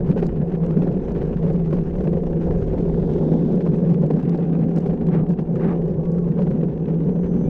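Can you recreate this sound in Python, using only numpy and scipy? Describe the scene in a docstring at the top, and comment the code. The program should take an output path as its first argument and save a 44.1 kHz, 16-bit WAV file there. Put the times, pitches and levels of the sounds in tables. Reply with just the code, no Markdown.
"""A small gravity cart rolls down a concrete track: its chassis booms and its hard wheels rumble.
The rough surface drives both and keeps a frame tube humming. Joints and pits thud, crush sand and
shake loose parts into rattles, clacks, ticks and jingles. The tyres swish and scrape in a bend.
Wind buffets the microphone on the cart. Near the end a wheel squeaks and a rubbing brake sings."""
import sys
import numpy as np
from scipy import signal
from scipy.fft import rfft, irfft, next_fast_len
from scipy.io import wavfile
from scipy.ndimage import uniform_filter1d, map_coordinates

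SR = 44100
rng = np.random.default_rng(int(sys.argv[2]) if len(sys.argv) > 2 else 0)


def bounce(signal):
    """Save signal as a 16-bit WAV file at the path given by the first command-line argument."""
    frames = np.transpose(np.atleast_2d(signal))
    limited = np.clip(frames, -1, 1)
    pcm = np.round(limited * 32767).astype(np.int16)
    wavfile.write(sys.argv[1], SR, pcm)


N = 330309

# Table levels are relative; the functions add offsets.
# Noise spectra. Each row: frequency in Hz, density in dB.
WIND_SPECTRUM = [(8, -9), (27, -1), (70, -2), (110, -8.5), (200, -16.5), (600, -48.5)]
TICK_SPECTRUM = [(1000, -19.5), (3000, -7), (4500, 0), (6500, -3), (7800, -7.5), (9000, -19),
                 (12000, -22.5), (15000, -37.5)]
SNAP_SPECTRUM = [(600, -22), (1100, -3.5), (1600, 1.5), (2700, -4), (4200, -16), (6500, -29.5), (9000, -45)]
SWISH_SPECTRUM = [(2400, -27.5), (3000, -7), (3450, 0), (4050, -8), (5000, -11), (7000, -19), (9000, -36)]
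SCRAPE_SPECTRUM = [(550, -28.5), (760, 9.5), (950, 0.5), (1190, 0), (1400, -3), (1800, -4.5), (2400, -12.5),
                   (3500, -26), (8000, -44.5), (12500, -45), (14500, -59.5)]
SAND_SPECTRUM = [(2500, -7), (4500, 4.5), (6500, -3), (8500, -11), (12500, -12.5), (15000, -24.5)]
HISS_SPECTRUM = [(600, -8), (1500, 14.5), (3200, -1.5), (4500, -1.5), (6200, -1), (8500, -15), (11500, -21),
                 (14500, -37)]
RATTLE_SPECTRUM = [(300, -18), (750, 13), (950, 10), (1250, 2.5), (1550, 2.5), (2250, -5.5), (2750, -6.5),
                   (4200, -20), (6000, -31.5), (8500, -43), (12500, -39), (15000, -55.5)]
WHEEL_SPECTRUM = [(230, -24), (320, -7), (355, 0), (388, 1.5), (420, -0.5), (495, -4), (575, -10),
                  (620, -20), (720, -21), (900, -27), (1250, -42), (2500, -63.5)]
PANEL_SPECTRUM = [(185, -27), (215, 1.5), (250, -2.5), (300, -6), (345, -12), (420, -42.5)]

# Level curves. 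Each row: time in seconds, level in dB.
WIND_LEVELS = [(0, -23), (.12, -34), (.25, -28.5), (.45, -33), (.8, -33.5), (1.1, -28.5), (2.05, -30),
               (2.35, -28.5), (2.6, -24), (3.1, -30.5), (3.5, -35), (4.1, -40), (4.78, -40.5),
               (4.95, -32.5), (5.5, -39), (5.85, -32.5), (6.3, -37), (7.15, -36), (7.49, -32.5)]
SWISH_LEVELS = [(2.2, -100.5), (2.7, -75), (3.1, -66), (3.45, -66), (3.9, -75.5), (4.3, -88.5)]
SCRAPE_LEVELS = [(5.07, -89), (5.12, -41), (5.15, -35.5), (5.185, -44), (5.24, -63), (5.4, -100),
                 (5.575, -58), (5.61, -41.5), (5.66, -40), (5.725, -39.5), (5.755, -59), (5.79, -100)]
PANEL_LEVELS = [(0, -40), (.13, -23), (.5, -35), (.9, -24), (1.05, -30.5), (2.7, -30.5), (3.38, -21.5),
                (4.0, -30.5), (4.13, -21.5), (4.3, -28.5), (4.82, -22), (5.2, -28.5), (5.5, -32.5),
                (5.72, -22), (5.88, -35), (6.25, -31), (6.5, -27.5), (7.49, -28)]

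# Tones of a wheel and a frame tube. Each row: time in seconds, pitch in Hz, level in dB.
SQUEAK_CURVE = [(5.97, 1100, -76), (6.02, 1120, -56.5), (6.13, 1118, -57), (6.165, 1128, -62),
                (6.2, 1135, -56), (6.27, 1050, -58), (6.32, 1000, -64), (6.36, 990, -100)]
CHIRP_CURVE = [(7.41, 1112, -100), (7.445, 1135, -68), (7.465, 1170, -63), (7.49, 1225, -60)]
TUBE_CURVE = [(0, 719.4, -49), (2.4, 700, -49.5), (3.3, 700, -49), (4.0, 703.7, -53.5), (4.25, 747, -46.5),
              (4.95, 747.3, -47), (5.8, 730, -52.5), (6.15, 730.7, -62), (6.6, 725, -51.5),
              (7.49, 720, -54.5)]

# Contacts of loose parts; tyre bites. Each row: start in seconds, level in dB.
JINGLE_HITS = [(0.82, -74), (1.50, -68), (1.73, -71), (1.75, -72), (1.79, -76), (1.83, -73), (2.02, -65),
               (2.084, -59), (2.17, -69), (3.459, -69), (3.67, -65.5), (5.41, -71), (6.39, -71),
               (6.96, -72)]
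TICK_HITS = [(0.267, -40.5), (0.6625, -50), (0.8259, -57), (0.9256, -54), (1.119, -49), (1.5373, -52.5),
             (2.129, -52.5), (3.003, -56), (3.136, -49), (3.32, -52), (3.524, -51), (3.5566, -50),
             (3.6565, -55), (3.762, -54), (3.901, -50.5), (3.94, -49), (4.0195, -50.5), (4.037, -51),
             (4.063, -48), (4.294, -42), (4.3759, -50), (4.692, -53), (4.7618, -43.5), (4.779, -46),
             (4.785, -42.5), (4.805, -53), (5.068, -49.5), (5.292, -48), (5.306, -53), (5.3208, -51),
             (5.402, -60), (5.555, -50.5), (5.857, -58), (5.881, -55), (6.051, -55), (6.117, -51),
             (6.185, -56.5), (6.227, -56.5), (6.383, -56), (6.444, -58)]
TYRE_BITES = [(5.195, -48.5), (5.693, -38)]

# Brake tones in Hz: upper, lower.
BRAKE_TONES_HZ = [6099, 5890]
# Brake rub. Each row: time in seconds, upper tone in dB, lower tone in dB.
BRAKE_LEVELS = [(5.3, -120, -120), (5.43, -88, -104), (5.54, -83.5, -92.5), (5.68, -95.5, -82.5),
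                (5.95, -96, -84.5), (6.2, -91, -88), (6.45, -82.5, -89.5), (6.72, -88, -90),
                (6.92, -86, -80), (7.05, -81, -86), (7.2, -75.5, -83), (7.49, -74, -81)]
# Steel fitting. Each row: frequency in Hz, level in dB, T60 in seconds.
STEEL_MODES = [(9440, -7.5, 0.09), (10800, -11, .08)]
# Frame knocks. Each row: start in seconds, level in dB, pitch in Hz.
CLACK_HITS = [(0.1116, -33, 1890), (0.3217, -53, 2190), (0.362, -45, 1870), (0.5342, -43, 2010),
              (0.7058, -42, 2030), (0.9268, -45.5, 2550), (1.4247, -39, 1810), (1.499, -36, 1810),
              (1.5594, -42.5, 2900), (1.6457, -45, 2110), (1.8105, -45, 2650), (1.9076, -44, 2030),
              (1.9819, -46, 2100), (2.17, -42, 1900), (2.363, -45, 1950), (2.5576, -43, 1800),
              (2.684, -43, 1910), (2.7671, -47, 1880), (2.7816, -42, 1820), (2.926, -45, 1880),
              (3.1343, -39, 2170), (3.1812, -44, 1810), (3.316, -42, 2170), (3.3907, -41, 1970),
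              (3.6054, -34, 2300), (3.665, -43, 1870), (3.7534, -43, 2540), (3.7858, -46, 1810),
              (3.848, -43, 1820), (3.8916, -40, 1850), (4.0637, -44, 2250), (4.2507, -41, 1810),
              (4.4507, -42, 1820), (4.589, -43, 1840), (4.6379, -42, 1820), (5.015, -45.5, 1850),
              (5.0664, -39, 1820), (5.5962, -41.5, 1850), (5.817, -41.5, 1900), (6.054, -40.5, 1850),
              (6.2422, -45.5, 1870), (6.3175, -41.5, 1800), (6.6109, -41, 1910), (6.7356, -49, 1890),
              (6.8548, -41, 1920), (6.8823, -42, 1910), (6.9421, -44, 2010), (7.0025, -46, 1930),
              (7.0329, -47, 2120), (7.09, -43, 1870), (7.2409, -43, 1860)]
# Ring of a knock. Each row: ratio to its pitch, level in dB, T60 in seconds.
FRAME_MODES = [(1, -17.5, .03), (1.35, -21, 0.023)]
# Ring of a tyre bite. Each row: centre in Hz, width in Hz.
TYRE_MODES = [(805, 190), (1175, 100)]
# Joints and pits. 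Each row: time in seconds, clatter in dB, thud in dB, boom in dB.
TRACK_BUMPS = [(0.062, -33.5, -36, -28), (0.091, -32.5, -25, -10.5), (0.109, -38, -34.5, -24),
               (0.16, -34, -19, -35), (0.174, -31.5, -36, -28), (0.19, -38, -26, -21),
               (0.225, -28, -18.5, -31), (0.255, -37, -29, -16.5), (0.319, -44, -32, -27),
               (0.357, -39, -26, -26), (0.415, -50.5, -27, -11.5), (0.471, -45, -24, -27),
               (0.516, -36.5, -27, -27.5), (0.535, -46, -31, -19), (0.634, -33.5, -30, -16),
               (0.704, -35.5, -26, -18), (0.768, -35, -24, -12.5), (0.818, -32, -25, -33),
               (0.869, -34, -25, -23), (0.913, -39, -28, -33), (0.96, -48.5, -29, -16),
               (1.081, -32, -29, -35), (1.159, -34, -23.5, -33), (1.218, -32, -26.5, -23),
               (1.366, -37.5, -40.5, -15), (1.436, -37.5, -19, -16), (1.464, -34, -27, -19.5),
               (1.501, -41, -20, -25), (1.555, -47, -29.5, -16), (1.727, -29.5, -17, -15.5),
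               (1.746, -41, -29, -23), (1.782, -40, -24, -30.5), (2.003, -35.5, -19, -22.5),
               (2.071, -34, -17.5, -11), (2.129, -42, -19, -17), (2.168, -41, -18.5, -25.5),
               (2.235, -51, -32, -18.5), (2.366, -46, -26.5, -17.5), (2.413, -36, -30, -22),
               (2.505, -34, -21, -20), (2.675, -44, -22, -34), (2.734, -41, -19, -31),
               (2.778, -34.5, -24, -28.5), (2.85, -40, -25, -25), (2.879, -42.5, -20, -20),
               (2.976, -51, -20, -15.5), (3.089, -38, -36, -26), (3.157, -37, -18.5, -26),
               (3.208, -41, -20.5, -25.5), (3.316, -42, -23, -10), (3.539, -42, -23, -21.5),
               (3.606, -34, -35, -32), (3.663, -34.5, -18, -28), (3.732, -37.5, -25, -15.5),
               (3.868, -41, -25, -25), (3.905, -38, -30.5, -10.5), (3.976, -46, -26, -21),
               (4.031, -47, -18.5, -10), (4.103, -30.5, -16, -28), (4.162, -37, -28, -16.5),
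               (4.192, -34.5, -33, -36), (4.226, -37, -28, -25), (4.342, -32, -23, -26),
               (4.386, -39.5, -23, -26), (4.524, -37, -31, -21), (4.593, -41.5, -25.5, -24),
               (4.77, -37, -20, -10), (4.857, -29.5, -23.5, -18), (4.901, -50, -39, -20.5),
               (4.931, -39.5, -24, -35), (5.01, -39, -22.5, -23), (5.082, -33.5, -31, -23),
               (5.129, -38, -27.5, -19), (5.146, -41, -20.5, -24), (5.305, -34.5, -28.5, -10),
               (5.387, -31, -24.5, -31), (5.557, -32, -25.5, -32), (5.609, -43, -21.5, -29.5),
               (5.643, -37, -24, -14), (5.709, -38.5, -23, -25.5), (5.836, -46, -28.5, -26.5),
               (6.034, -41, -28.5, -24), (6.268, -46.5, -31, -13), (6.388, -32, -22.5, -18),
               (6.416, -33.5, -31, -11.5), (6.469, -41, -21.5, -26), (6.506, -36, -21.5, -22),
               (6.57, -49, -30.5, -16), (6.629, -39, -24, -20), (6.683, -50, -26.5, -26.5),
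               (6.725, -45, -30.5, -31), (6.882, -38.5, -32.5, -19.5), (6.935, -45, -29, -17),
               (7.003, -45, -30, -26.5), (7.085, -47.5, -26, -19), (7.241, -39.5, -27, -25.5)]
# Grit under the tread. Each row: time in seconds, rattle in dB, hiss in dB.
GRIT_LEVELS = [(0, -58.5, -79), (.18, -55, -74), (.42, -58.5, -76.5), (.8, -57.5, -71.5), (1.2, -56, -71.5),
               (2.05, -58.5, -70.5), (2.25, -60, -70.5), (2.6, -57.5, -68.5), (3.4, -59, -70.5),
               (4.3, -57, -76), (4.85, -56.5, -70.5), (5.0, -60, -77), (5.45, -60, -81), (5.85, -61.5, -76),
               (6.15, -62, -74), (6.5, -57.5, -76), (6.78, -60.5, -80), (7.49, -60, -74)]
# Shaking by the track. Each row: time in seconds, boom in dB, rumble in dB.
RIDE_LEVELS = [(0, -20.5, -28.5), (.35, -24, -30.5), (.8, -19.5, -28), (1.2, -25, -27), (1.6, -19.5, -28.5),
               (1.9, -22.5, -30), (2.1, -22.5, -26.5), (2.8, -22, -25.5), (3.3, -21, -25),
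               (3.95, -16.5, -27), (4.45, -19.5, -29.5), (5.15, -17, -27), (5.45, -19, -29),
               (5.75, -22, -26), (6.1, -18.5, -27.5), (6.5, -21.5, -29), (6.8, -19, -29),
               (7.49, -20, -28.5)]
# Brief dips of the boom. Each row: centre in seconds, half length in seconds, depth in dB.
BOOM_LULLS = [(0.155, .022, 8), (0.27, 0.034, 6), (0.464, 0.017, 5.5), (0.583, .018, -2),
              (1.005, 0.018, 10), (1.058, 0.03, 8), (1.374, 0.03, 19), (1.658, .012, 6), (1.842, 0.01, 16),
              (1.95, .04, 3), (2.19, 0.017, 8), (2.287, 0.016, 10), (2.433, .016, 5), (2.682, 0.025, 7.5),
              (2.76, 0.033, 4), (4.096, 0.021, 12), (4.21, 0.024, 16), (4.378, 0.014, 8.5),
              (4.818, 0.017, 14), (4.97, 0.035, 15), (5.034, 0.023, 8), (5.262, 0.02, 11),
              (5.357, 0.026, 17), (5.456, 0.023, 17), (5.935, 0.02, 6.5), (6.05, 0.031, 8.5),
              (6.196, 0.012, -2), (6.76, 0.053, 9.5), (6.857, .016, 7), (7.002, 0.013, 7.5),
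              (7.234, 0.012, 4.5)]
# Chassis resonance. Each row: centre in Hz, width in Hz, level in dB.
CHASSIS_MODES = [(166.65, 28.3, -0.5)]


def amp(db):
    return 10 ** (np.asarray(db) / 20)


def unit(x):
    """x at rms 1."""
    return x / np.sqrt(np.mean(x ** 2) + 1e-20)


def curves(rows):
    """One value per sample for each column after the time."""
    times_s, *columns = np.transpose(rows)
    return [np.interp(np.arange(N) / SR, times_s, column) for column in columns]


def wobble(rate_hz):
    """Smooth random curve, rate_hz knots a second."""
    knots = rng.standard_normal(int(N * rate_hz / SR) + 4)
    return map_coordinates(knots, [np.arange(N) * rate_hz / SR])


def filtered(x, response):
    """x through the gain response(hz)."""
    size = next_fast_len(len(x) + 8192)
    return irfft(rfft(x, size) * response(np.fft.rfftfreq(size, 1 / SR)), size)[:len(x)]


def coloured(x, spectrum):
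    """x shaped by a spectrum, at rms 1."""
    knots_hz, db = np.transpose(spectrum)
    gain = lambda hz: amp(np.interp(np.log(hz + 1), np.log(knots_hz), db, left=-120, right=-120))
    return unit(filtered(x, gain))


def noise(spectrum):
    return coloured(rng.standard_normal(N), spectrum)


def resonance(hz, centre_hz, width_hz):
    """Response of two equal band-passes in series."""
    return (1j * hz * width_hz / (centre_hz ** 2 - hz ** 2 + 1j * hz * width_hz)) ** 2


def steadied(x, span_s):
    """x with swells slower than span_s evened out, at rms 1."""
    power = signal.fftconvolve(x ** 2, signal.windows.hann(int(span_s * SR) + 3), "same")
    return unit(x / np.sqrt(np.abs(power) + 1e-9))


def strikes(starts_s, levels_db, attack_s, t60_s):
    """Summed envelope of blows that rise and decay."""
    t = np.arange(SR // 4) / SR
    shape = (1 - np.exp(-t / attack_s)) * amp(-60 * t / t60_s)
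    blows = np.bincount(np.round(np.asarray(starts_s) * SR).astype(int), amp(levels_db), N)[:N]
    return signal.fftconvolve(blows, shape / shape.max())[:N]


def patchy(x, spread_db):
    """Each knock rings different parts: random peaks a few hundred Hz wide, some 30 ms long."""
    frames = signal.stft(x, nperseg=512)[2]
    peaks = uniform_filter1d(rng.standard_normal(frames.shape), size=3, axis=0)
    peaks = uniform_filter1d(peaks, size=6, axis=1)
    return unit(signal.istft(frames * amp(spread_db * unit(peaks)), nperseg=512)[1][:N])


def friction_tone(hz, waver):
    """Sine of wavering pitch, at rms 1."""
    return unit(np.sin(2 * np.pi * np.cumsum(hz * (1 + waver * wobble(83))) / SR))


def lull_db():
    """Summed depth of the bell-shaped lulls; negative lifts the level."""
    t = np.arange(N) / SR
    return sum(db * np.exp(-((t - centre_s) / half_s) ** 2) for centre_s, half_s, db in BOOM_LULLS)


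def wind():
    """Air tumbles over the microphone in low lumps."""
    level_db = curves(WIND_LEVELS)[0] + 0.5 + 0.93 * wobble(7.4)
    return amp(level_db) * steadied(noise(WIND_SPECTRUM) * amp(2 * wobble(16)), span_s=0.32)


def brake():
    """A rubbing brake flips between two thin tones, ending mainly on the upper."""
    return sum(amp(db + 1.5 * wobble(16)) * friction_tone(hz, waver=0.0015)
               for hz, db in zip(BRAKE_TONES_HZ, curves(BRAKE_LEVELS)))


def chirp():
    """A wheel chirps roughly upwards on its second and third partials."""
    hz, db = curves(CHIRP_CURVE)
    partials = friction_tone(2 * hz, waver=0.012) + 0.35 * friction_tone(3 * hz, waver=0.012)
    return amp(db) * partials * unit(amp(4 * wobble(240)))


def squeak():
    """A wheel squeaks faintly on one friction tone."""
    hz, db = curves(SQUEAK_CURVE)
    return amp(db + 2.5 * wobble(45)) * friction_tone(hz, waver=0.011)


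def jingle():
    """A small steel fitting shivers throughout and chatters on its seat when jolted."""
    starts_s, db = np.transpose(JINGLE_HITS)
    shiver = amp(-81.5 + 3.9 * wobble(45))
    t = np.arange(N) / SR
    sound = np.zeros(N)
    for hz, mode_db, t60_s in STEEL_MODES:
        chatter = strikes(starts_s, db - 3.5, attack_s=0.006, t60_s=t60_s)
        ring = np.sin(2 * np.pi * hz * t + 1.6 * wobble(260)) * unit(amp(4 * wobble(110)))
        sound += amp(mode_db) * (shiver + chatter) * ring
    return sound


def ticks():
    """Loose parts click: a few loud contacts among faint ones that follow the tread's hiss level."""
    starts_s, db = np.transpose(TICK_HITS)
    loud = strikes(starts_s + 0.0005, db - 5.5, attack_s=0.0004, t60_s=0.008)
    when, size = rng.random((420, 2)).T
    hiss_db = curves(GRIT_LEVELS)[1][(when * (N - 1)).astype(int)]
    faint = strikes(when * (N - 1) / SR, hiss_db - 2.5 + 12 * size, attack_s=0.0003, t60_s=0.0039)
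    return (loud + faint) * steadied(noise(TICK_SPECTRUM), span_s=0.0018)


def clacks():
    """Loose frame parts knock: a dry snap and a brief ring, each at its own pitch."""
    starts_s, levels_db, _ = np.transpose(CLACK_HITS)
    snap = strikes(starts_s, levels_db - 11.5, attack_s=0.002, t60_s=0.03)
    snap *= steadied(noise(SNAP_SPECTRUM), span_s=0.008)
    t = np.arange(SR // 10) / SR
    rise = 1 - np.exp(-t / 0.00088)
    ring = np.zeros(N + len(t))
    for start_s, db, hz in CLACK_HITS:
        for ratio, mode_db, t60_s in FRAME_MODES:
            phase = 2 * np.pi * hz * ratio * t + 0.072 * np.cumsum(rng.standard_normal(len(t)))
            envelope = amp(db + mode_db + 7 - 60 * t / t60_s) * rise
            ring[int(start_s * SR):][:len(t)] += envelope * np.sin(phase)
    return snap + ring[:N]


def tyres():
    """Rubber swishes round the banking, then scrapes sideways twice, each time with a ringing bite."""
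    swish = amp(curves(SWISH_LEVELS)[0]) * noise(SWISH_SPECTRUM)
    scrape = amp(curves(SCRAPE_LEVELS)[0]) * unit(noise(SCRAPE_SPECTRUM) * amp(1.8 * wobble(170)))
    modes = lambda hz: sum(resonance(hz, *mode) for mode in TYRE_MODES)
    ring = steadied(filtered(rng.standard_normal(N), modes), span_s=0.018)
    starts_s, db = np.transpose(TYRE_BITES)
    return swish + scrape + strikes(starts_s, db, attack_s=0.036, t60_s=0.11) * ring


def tube():
    """The track rings a frame tube in one narrow, fluttering mode, higher in the tight of the bend."""
    hz, db = curves(TUBE_CURVE)
    phase = 2 * np.pi * np.cumsum(hz) / SR
    return amp(db) * unit(wobble(100) * np.sin(phase) + wobble(100) * np.cos(phase))


def grit(contacts_per_s=6000):
    """Tiny hard contacts, at rms 1."""
    contacts = rng.standard_normal(N) * amp(3 * rng.exponential(size=N))
    contacts *= rng.random(N) < contacts_per_s / SR
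    return patchy(coloured(np.clip(contacts, -12, 12), RATTLE_SPECTRUM), spread_db=2)


def bumps(grains_per_s=900):
    """Joints and pits shake the frame, crush sand in sharp grains and thud through the wheels."""
    times_s, clatter_db, thud_db, _ = np.transpose(TRACK_BUMPS)
    clatter = strikes(times_s - 0.001, clatter_db - 7.8, attack_s=0.01, t60_s=0.04)
    clatter *= steadied(grit() * amp(3 * wobble(300)), span_s=0.03)
    sand = coloured(rng.standard_normal(N) * (rng.random(N) < grains_per_s / SR), SAND_SPECTRUM)
    crunch = strikes(times_s - 0.002, clatter_db - 35, attack_s=0.012, t60_s=0.11) * sand
    thud = strikes(times_s - 0.001, thud_db - 2, attack_s=0.0056, t60_s=0.066)
    thud *= steadied(noise(WHEEL_SPECTRUM), span_s=0.031)
    return clatter + crunch + thud


def wheels():
    """Hard wheels rumble; small jolts set off gritty rattles; sand hisses under the tread."""
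    dip_db = lull_db()
    rumble_db = curves(RIDE_LEVELS)[1] - 0.38 * dip_db
    rattle_db, hiss_db = curves(GRIT_LEVELS) - 0.1 * dip_db
    when, size = rng.random((420, 2)).T
    pebbles = strikes(when * (N - 1) / SR, 7 * size, attack_s=0.005, t60_s=0.038)
    pebbles = np.tanh(0.6 * unit(pebbles))  # the tread cushions the hardest hits
    jolt = 0.6 * wobble(60) + 0.55 * wobble(130)
    roughness = np.tanh(wobble(20))  # rougher and smoother stretches of concrete
    rumble = patchy(noise(WHEEL_SPECTRUM), spread_db=1.85)
    rumble = steadied(rumble * amp(0.52 * jolt) * (1 + 0.55 * pebbles), span_s=0.071)
    rattle = steadied(grit() * amp(4.3 * jolt) * (0.87 + pebbles), span_s=0.16)
    hiss = patchy(noise(HISS_SPECTRUM) * amp(2 * jolt + 1.9 * wobble(330)), spread_db=2.5)
    return (amp(rumble_db - 0.7 + roughness) * rumble
            + amp(rattle_db + 7 + 1.2 * roughness) * rattle
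            + amp(hiss_db + 7 + 2 * roughness) * hiss)


def chassis():
    """Rough concrete rings the low chassis mode, bumps swell it, and body panels drone above it."""
    modes = lambda hz: sum(amp(db) * resonance(hz, centre_hz, width_hz)
                           for centre_hz, width_hz, db in CHASSIS_MODES)
    ring = steadied(filtered(rng.standard_normal(N), modes), span_s=0.078)
    panels = steadied(noise(PANEL_SPECTRUM), span_s=0.96)
    times_s, _, _, boom_db = np.transpose(TRACK_BUMPS)
    swell = steadied(amp(2.5 * wobble(22)), span_s=0.23)
    rolling = amp(curves(RIDE_LEVELS)[0] - 0.52 - lull_db()) * swell
    kicks = strikes(times_s - 0.016, boom_db - 6.5, attack_s=0.042, t60_s=0.15)
    panel_db = curves(PANEL_LEVELS)[0] - 2 + 1.4 * wobble(9.7)
    return np.hypot(rolling, kicks) * ring + amp(panel_db) * panels


def scene():
    """Mono sum of all sources."""
    rolling = chassis() + wheels() + tube() + tyres() + bumps()
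    loose_parts = clacks() + ticks() + jingle()
    squeals = brake() + chirp() + squeak()
    return (rolling + loose_parts + squeals + wind())[None]


def record(dry):
    """Click-free fades at both ends, then a steep low-pass."""
    fade_s, cutoff_hz = 0.006, 15700
    t = np.arange(N) / SR
    fade = np.minimum(1, np.minimum(t, t[::-1]) / fade_s)
    return np.array([filtered(x * fade, lambda hz: 1 / (1 + (hz / cutoff_hz) ** 60)) for x in dry])


dry = scene()
out = record(dry)
bounce(out)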